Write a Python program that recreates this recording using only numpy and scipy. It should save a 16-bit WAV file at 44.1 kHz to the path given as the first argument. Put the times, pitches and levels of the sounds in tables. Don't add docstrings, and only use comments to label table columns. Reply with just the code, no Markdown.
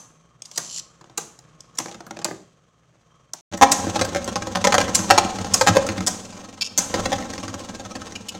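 import sys
import numpy as np
from scipy import signal
from scipy.fft import rfft, irfft
from scipy.io import wavfile

SR = 44100
rng = np.random.default_rng(int(sys.argv[2]) if len(sys.argv) > 2 else 0)


def write(x):
    x = np.atleast_2d(x).T
    wavfile.write(sys.argv[1], SR, np.round(np.clip(x, -1, 1) * 32767).astype(np.int16))


N = 369999
TIME = np.arange(N) / SR
AGE = np.arange(SR // 2) / SR

# start in seconds, chatter length in seconds, crack in dB, shell thud in dB.
CLASHES = [(-0.05, .006, -26.5, -39), (0.4198, .002, -32.5, -67), (.452, 0.0081, -40.5, -67),
           (.513, .0023, -38.5, -51), (0.557, 0.0098, -37, -53), (.576, 0.0057, -19.5, -31.5),
           (0.783, 0.0023, -33, -78), (1.1747, 0.007, -22.5, -30), (1.389, .002, -44.5, -53),
           (1.604, .0034, -39.5, -78), (1.751, 0.0074, -50.5, -56.5), (2.064, 0.0042, -47.5, -39.5),
           (1.773, 0.0055, -41, -56), (1.784, 0.0055, -20, -31.5), (2.2453, 0.0042, -19.5, -32),
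           (3.334, .003, -26.5, -40), (3.571, 0.0059, -35.5, -37.5), (3.715, .01, -12, -23),
           (4.048, 0.0035, -31.5, -27.5), (4.243, 0.0019, -29.5, -40), (4.945, 0.0091, -11, -62),
           (5.537, 0.0085, -11, -25), (5.865, 0.0023, -27.5, -31), (6.065, .013, -16.5, -27.5),
           (6.777, 0.012, -13.5, -27.5)]
# frequency in Hz, level in dB.
RIM_CRACK = [(1500, -19.5), (2300, -13.5), (3200, -11.5), (4500, -5), (5600, 1), (6600, 1), (7800, -1.5),
             (9500, -12), (12000, -16.5), (15500, -24.5)]
SHELL_THUD = [(60, -26), (160, 1), (300, -3), (480, -2), (700, 1), (1100, -1), (2000, -6), (3000, -24)]
AFTER_RING = [(70, -13), (170, 11.5), (400, -4.5), (1000, 4), (2000, -8.5), (3300, -7), (5000, -5.5),
              (6500, 5.5), (8000, -1), (10500, -14), (15500, -27.5)]
# pitch in Hz, level in dB, ring time in seconds.
RIM_MODES = [(4985, -10, .22), (5733, -8, .3), (6148, 0, .45), (6487, -3, .25), (6961, -8, .22),
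             (7569, -10, .25), (9399, -15, .2), (10690, -14, .38), (11359, -19, .3), (13517, -26, .25)]
# chatter length in seconds, ring against the crack in dB.
RING_SHARE = [(.003, -38.5), (.006, -19.5), (.012, -15.5)]


def clashes():
    out = np.zeros(N)
    for start, length, crack_db, shell_db in CLASHES:
        contacts = chatter(length, first_db=-7, last_db=-4, bounce_db=-19, scatter_db=4)
        treble_db = 0.42 * min(crack_db + 20.5, 0)
        crack = colour(colour(burst(0.011), RIM_CRACK), [(7000, 0.0032), (13000, treble_db)])
        add(out, start, strike(contacts, crack, crack_db))
        add(out, start, strike(contacts, colour(burst(0.065), SHELL_THUD), shell_db))
        wash = undb(0.5) * unit(colour(burst(0.43), AFTER_RING), 0.1)
        sing_db = np.interp(length, [.005, .012], [1, -8])
        metal = undb(sing_db) * unit(ring(RIM_MODES, scatter_db=3.5, detune=.003), .08)
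        ring_db = crack_db + np.interp(length, *np.transpose(RING_SHARE))
        add(out, start + length / 2, undb(ring_db) * (wash + metal))
    return out


# start in seconds, chatter length in seconds, force in dB,
# favoured resonance in Hz (a low one is a landing on the floor).
KNOCKS = [(1.011, 0.0046, -49, 1045), (1.042, 0.0018, -50, 1130), (1.097, 0.0027, -50.5, 1020),
          (1.801, 0.0089, -33.5, 582), (1.859, 0.0049, -35, 794), (2.005, 0.0034, -39.5, 690),
          (2.1086, 0.0039, -33.5, 784), (2.253, 0.017, -31, 616), (2.285, 0.048, -34, 381),
          (3.525, 0.021, -29.5, 585), (3.6126, .022, -6, 805), (3.868, 0.035, -26, 318),
          (3.9565, 0.011, -23, 837), (3.993, 0.0085, -25.5, 1275), (4.012, .013, -19, 520),
          (4.148, 0.027, -20.5, 565), (4.277, 0.021, -24.5, 389), (4.357, 0.0096, -22, 1097),
          (4.4213, 0.0063, -28.5, 550), (4.465, 0.018, -31, 523), (4.551, 0.02, -20, 753),
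          (4.642, 0.0097, -14.5, 978), (4.669, 0.0053, -14, 580), (4.723, 0.01, -17, 840),
          (4.742, 0.02, -14, 749), (4.781, 0.0071, -14, 571), (4.803, 0.017, -19, 547),
          (4.88, 0.0073, -31, 965), (4.99, 0.0076, -25, 195), (5.102, .018, -7, 757),
          (5.1775, 0.0084, -9.5, 854), (5.243, .012, -27, 237), (5.386, 0.0062, -30.5, 597),
          (5.443, .0092, -31.5, 773), (5.611, 0.0095, -14, 515), (5.666, 0.019, -11, 814),
          (5.684, 0.019, -15.5, 183), (5.751, .028, -13.5, 551), (5.8892, 0.015, -20.5, 213),
          (5.9793, 0.009, -25.5, 205), (6.004, 0.0047, -27.5, 330), (6.941, .015, -24, 527),
          (6.973, 0.027, -28.5, 335), (7.055, 0.0082, -21.5, 528), (7.119, .019, -21, 549),
          (7.183, .009, -34, 503), (7.217, .017, -32, 194), (7.602, 0.016, -39, 1052),
          (7.953, 0.0085, -32.5, 759), (8.3433, .015, -37, 775)]
# pitch in Hz, level in dB, ring time in seconds.
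WALL_MODES = [(403, 11.5, 0.019), (487, -25, 0.033), (588, 0.5, 0.19), (759, 0, 0.076), (798, 4.5, 0.11),
              (993, 12.5, 0.016), (1128, -20, 0.035), (1280, -2, 0.11), (1688, 1, 0.0083)]
FLOOR_MODES = [(71, -9.5, 0.35), (108.7, -6, 0.22), (193.4, -3, 0.13), (232, -17.5, 0.27),
               (267, -5.5, 0.037), (327.8, -5.5, 0.15)]
# frequency in Hz, level in dB.
WALL_THWACK = [(150, -42), (330, -6), (520, 7), (850, 0.5), (1300, 0), (2000, -3), (3000, -34)]
PLASTIC_CRACK = [(1400, -12.5), (2100, 0), (3200, -1.5), (4800, -2), (6600, 1), (8000, -10), (10000, -16.5),
                 (15500, -38)]
# chatter length in seconds, first contact in dB.
FIRST_TOUCH = [(.008, 6), (.016, -0.5), (.03, 0)]


def knocks(rows, extra_crack_db=0):
    walls, floor = np.zeros(N), np.zeros(N)
    for start, length, force_db, favoured_hz in rows:
        landing = np.interp(favoured_hz, [200, 420], [1, 0])
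        wall_db = force_db - 5 * landing
        bite_db = np.interp(length, *np.transpose(FIRST_TOUCH))
        contacts = chatter(length, first_db=bite_db, last_db=-5.5, bounce_db=-22.5, scatter_db=5.5)
        add(walls, start, undb(force_db - 4) * flex(contacts, favoured_hz, t60=.044))
        lean_db = 140 * (min(length, .025) - .012)
        tone = ring(WALL_MODES, scatter_db=-1, detune=0.016)
        add(walls, start, strike(contacts, tone, wall_db - lean_db - 6))
        thwack = colour(burst(0.021), WALL_THWACK)
        add(walls, start, strike(contacts, thwack, wall_db - lean_db - 2.5))
        crack_db = wall_db - 3 + extra_crack_db - 550 * max(length - 0.014, 0)
        treble_db = 0.5 * min(crack_db + 33, 0)
        crack = colour(burst(0.019) + undb(-16) * burst(0.017), PLASTIC_CRACK)
        crack = colour(crack, [(8000, 0), (14000, treble_db)])
        add(walls, start, strike(contacts, crack, crack_db))
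        boom_db = landing * force_db + (1 - landing) * min(force_db - 0.5, -27)
        boom = ring(FLOOR_MODES, scatter_db=1, detune=.02)
        add(floor, start, strike(contacts, boom, boom_db - 1.5, settle=0.016))
    return low_cut(walls, hz=90) + low_cut(floor, hz=98)


def flex(contacts, hz, t60):
    swing = np.sqrt(np.abs(signal.fftconvolve(fade(t60) ** 2, contacts ** 2)))[:len(AGE)]
    return unit(swing * np.sin(2 * np.pi * hz * AGE), len(contacts) / 2 / SR + 0.0014)


# first and last tap in seconds, taps per second,
# first and last force in dB.
WOBBLES = [(1.883, 1.944, 33, -40, -41), (2.165, 2.215, 40, -40, -40), (6.325, 6.568, 25, -42, -46),
           (7.329, 7.53, 20, -32, -34), (7.688, 8.122, 18.5, -37, -38)]


def wobble_taps():
    rows = []
    for first, last, per_second, first_db, last_db in WOBBLES:
        count = round((last - first) * per_second) + 1
        starts = np.linspace(first, last, count)
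        forces_db = np.linspace(first_db, last_db, count) - 1
        for start, db, (softness, place, drag) in zip(starts, forces_db, rng.uniform(-1, 1, (count, 3))):
            hz = WALL_MODES[int(4 * (place + 1))][0]
            length = .012 * 2 ** (drag / 2)
            rows.append((start, length, db - 1.06 * softness, hz))
    return knocks(rows, extra_crack_db=1.5)


# start in seconds, chatter length in seconds, force in dB, pitch in Hz.
CLACKS = [(6.609, 0.0095, -20.5, 4660), (6.64, 0.018, -31.5, 5100), (8.152, 0.005, -29, 2830),
          (8.284, 0.0051, -21.5, 2940)]


def clacks():
    spectrum = [(1700, -77), (2300, -7), (2700, -2.5), (3500, -13), (5200, -7.5), (7000, -7.5),
                (8500, -20.5), (15000, -39)]
    out = np.zeros(N)
    for start, length, force_db, hz in CLACKS:
        snap = unit(colour(burst(0.012) + undb(-39) * burst(0.3), spectrum))
        contacts = chatter(length, first_db=-18, last_db=-6, bounce_db=-2, scatter_db=3.5)
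        note = ring([(hz, 0, .014), (hz * 1.08, -3, .012)], scatter_db=1, detune=.004)
        add(out, start, strike(contacts, snap, force_db - 4))
        add(out, start, strike(contacts, note, force_db - 3))
    return out


def scrape(start=0.51, end=.804, edge_s=.008, spin_hz=62, start_db=-50, swell_db_per_s=68):
    rasp = [(1500, -49), (2900, -4), (4300, 0.5), (6000, 7), (7500, 8), (8500, -4.5),
            (11000, -11), (15500, -39)]
    modes = [(3100, -9, .008), (4300, -8, .01), (6100, -4, .016), (7350, 0, .006), (7800, -3, .005)]
    contacts = grains(3000, spread_db=2.5) * (1 + 0.33 * np.sin(2 * np.pi * spin_hz * TIME))
    singing = signal.fftconvolve(contacts, ring(modes, scatter_db=1, detune=.002))[:N]
    grind = unit(colour(contacts, rasp)) + undb(-5) * unit(singing)
    touching = np.clip(np.minimum(TIME - start, end - TIME) / edge_s + .5, 0, 1)
    swell_db = swell_db_per_s * (np.minimum(TIME, end) - start)
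    return unit(grind) * touching * undb(start_db + swell_db)


def opening_ring(hz=6148, db=-48, t60=0.51):
    return undb(db) * np.exp(-np.log(1000) * TIME / t60) * np.sin(2 * np.pi * hz * TIME)


# frequency in Hz, level in dB.
TIP_GRIT = [(1500, -17), (2300, 0), (3300, 1.5), (4100, 0.5), (5200, -2), (6400, 6), (7200, -0.5),
            (8200, -4), (10000, -16), (15500, -32)]


def skids(against_blow_db=-26, settle_s=0.074):
    kicks = np.zeros(N)
    for start, length, db, _ in CLASHES + KNOCKS:
        add(kicks, start + length, undb([db + against_blow_db]) ** 2)
    energy = signal.lfilter([1], [1, -np.exp(-2 / settle_s / SR)], kicks)
    return unit(colour(grains(6400, spread_db=7), TIP_GRIT)) * np.sqrt(energy)


# time in seconds, effort in dB.
EFFORT_FIRST = [(0.0, -56), (0.38, -62), (0.71, -56), (1.8, -56.5), (1.99, -53.5), (2.21, -53.5),
                (2.42, -60), (2.72, -63), (3.18, -60.5), (3.3, -63)]
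EFFORT_SECOND = [(3.53, -35.5), (3.58, -44), (3.69, -46), (3.81, -26), (4.39, -34.5), (4.77, -27),
                 (5.43, -29), (5.84, -29), (6.18, -35.5), (6.62, -43), (6.84, -41.5), (6.96, -21.5),
                 (7.11, -30.5), (8.38, -40.5)]
# frequency in Hz, level in dB.
RUMBLE_FIRST = [(25, -19.5), (70, -2.5), (170, 3.5), (290, -8.5), (550, -5), (780, -12), (1000, -13.5),
                (1330, -11.5), (1700, -14.5), (3000, -22.5), (4500, -52.5)]
RUMBLE_SECOND = [(25, -12.5), (60, -9.5), (103, 4), (145, -12), (198, 5.5), (320, -9), (420, -1.5),
                 (560, -5.5), (1000, -9), (1800, -16.5), (3000, -36), (4500, -44)]
# pitch in Hz, level in dB, ring time in seconds.
WHIRR_MODES = [(1080, 3, 0.049), (1273, 2.5, 0.032), (3170, -4.5, 0.035), (5810, -5, .015),
               (6340, -13, .02)]


def rolling(effort, spectrum, wobble_db, tick_db, rumble_db, grit_db, whirr_db, wobble_hz=19.7):
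    effort_db = np.interp(TIME, *np.transpose(effort))
    drift = np.interp(TIME, np.arange(80) / 8, rng.standard_normal(80))
    turns = np.cumsum(wobble_hz * (1 + .1 * drift)) / SR
    press_db = wobble_db * np.cos(2 * np.pi * turns)
    ticking_db = tick_db * rng.uniform(0, 1, 400)[turns.astype(int)] * np.exp(-(turns % 1) / 0.13)
    body = ring(WHIRR_MODES, scatter_db=0, detune=0)
    whirr = unit(signal.fftconvolve(grains(1000, spread_db=-1.5), body)[:N])
    whirr *= undb(whirr_db + 3 * drift)
    rumble = unit(colour(grains(1200, spread_db=3), spectrum))
    grit = unit(colour(grains(4400, spread_db=2.5), TIP_GRIT)) * undb(grit_db + ticking_db)
    return ((rumble + whirr) * undb(rumble_db) + grit) * undb(effort_db + press_db)


# delay in seconds, level in dB.
DOUBLING = [(.003787, -7), (.01118, -15)]


def hollow_doubling(x):
    return x + sum(undb(db) * np.roll(x, round(delay * SR)) for delay, db in DOUBLING)


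def room(x, t60, wet_db):
    build_up = 1 - np.exp(-(AGE / 0.0047) ** 2)
    tail = colour(burst(t60) * build_up, [(100, 7), (1000, -1.5), (6000, -6), (15000, -11.5)])
    return x + undb(wet_db) * signal.fftconvolve(x, tail / np.sqrt(np.sum(tail ** 2)))[:N]


def chatter(length, first_db, last_db, bounce_db, scatter_db, count=9):
    when = 2 * (np.arange(count) + rng.uniform(0, 1, count)) / count
    when[0] = 0
    db = np.interp(when, [0, 1 / 3, 1, 4 / 3, 2], [first_db, 0, last_db, bounce_db, 2 * bounce_db])
    size = undb(db + scatter_db * rng.standard_normal(count)) * rng.choice([-1, 1], count)
    return np.bincount((when * length * SR).astype(int), size, minlength=int(2 * length * SR))


def strike(contacts, response, db, settle=0.0045):
    return undb(db) * unit(signal.fftconvolve(response, contacts), len(contacts) / 2 / SR + settle)


def ring(modes, scatter_db, detune):
    chance = rng.standard_normal((len(modes), 3))
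    out = np.zeros(len(AGE))
    for (hz, db, t60), (share, shift, polarity) in zip(modes, chance):
        tone = np.sin(2 * np.pi * hz * (1 + detune * shift) * AGE)
        out += np.sign(polarity) * undb(db + scatter_db * share) * fade(t60) * tone
    return out


def burst(t60, rise=0.0001):
    return rng.standard_normal(len(AGE)) * fade(t60) * (1 - np.exp(-AGE / rise))


def grains(per_second, spread_db):
    hit = rng.uniform(0, 1, N) < per_second / SR
    return hit * rng.choice([-1, 1], N) * undb(spread_db * np.minimum(rng.exponential(1, N), 4))


def fade(t60):
    return np.exp(-np.log(1000) * AGE / t60)


def colour(x, points, size=2048):
    hz, db = np.transpose(points)
    bins_hz = np.arange(size // 2 + 1) * SR / size
    log_gain = np.log(undb(np.interp(np.log(bins_hz + 1), np.log(hz), db)))
    cepstrum = irfft(log_gain)
    cepstrum[1:size // 2] *= 2
    cepstrum[size // 2 + 1:] = 0
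    return signal.fftconvolve(x, irfft(np.exp(rfft(cepstrum))))[:len(x)]


def low_cut(x, hz):
    return signal.sosfilt(signal.butter(2, hz, "high", fs=SR, output="sos"), x)


def undb(db):
    return 10 ** (np.asarray(db) / 20)


def unit(x, seconds=None):
    head = x if seconds is None else x[:int(seconds * SR)]
    return x / np.sqrt(np.mean(head ** 2) + 1e-18)


def add(track, start, sound):
    i = int(round(start * SR))
    part = sound[max(-i, 0):len(track) - i]
    track[max(i, 0):max(i, 0) + len(part)] += part


def scene(first_ends_s=3.41, second_starts_s=3.515):
    blows = clashes() + knocks(KNOCKS) + wobble_taps() + clacks() + scrape() + skids() + opening_ring()
    smooth_roll = rolling(EFFORT_FIRST, RUMBLE_FIRST, wobble_db=2.1, tick_db=4,
                          rumble_db=-1, grit_db=-10.5, whirr_db=-6)
    heavy_roll = rolling(EFFORT_SECOND, RUMBLE_SECOND, wobble_db=4.5, tick_db=9.5,
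                         rumble_db=-5.5, grit_db=-13, whirr_db=-20)
    first = room(low_cut(blows, hz=190) + smooth_roll, t60=0.38, wet_db=-13)
    first += undb(-93) * rng.standard_normal(N)
    second = undb(-1.11) * hollow_doubling(room(blows + heavy_roll, t60=0.66, wet_db=-14.5))
    return (first * (TIME < first_ends_s) + second * (TIME > second_starts_s))[None]


def record(dry, cutoff_hz=15900):
    clipped = dry / (1 + dry ** 6) ** (1 / 6)
    return signal.sosfilt(signal.ellip(10, .2, 80, cutoff_hz, fs=SR, output="sos"), clipped)


dry = scene()
out = record(dry)
write(out)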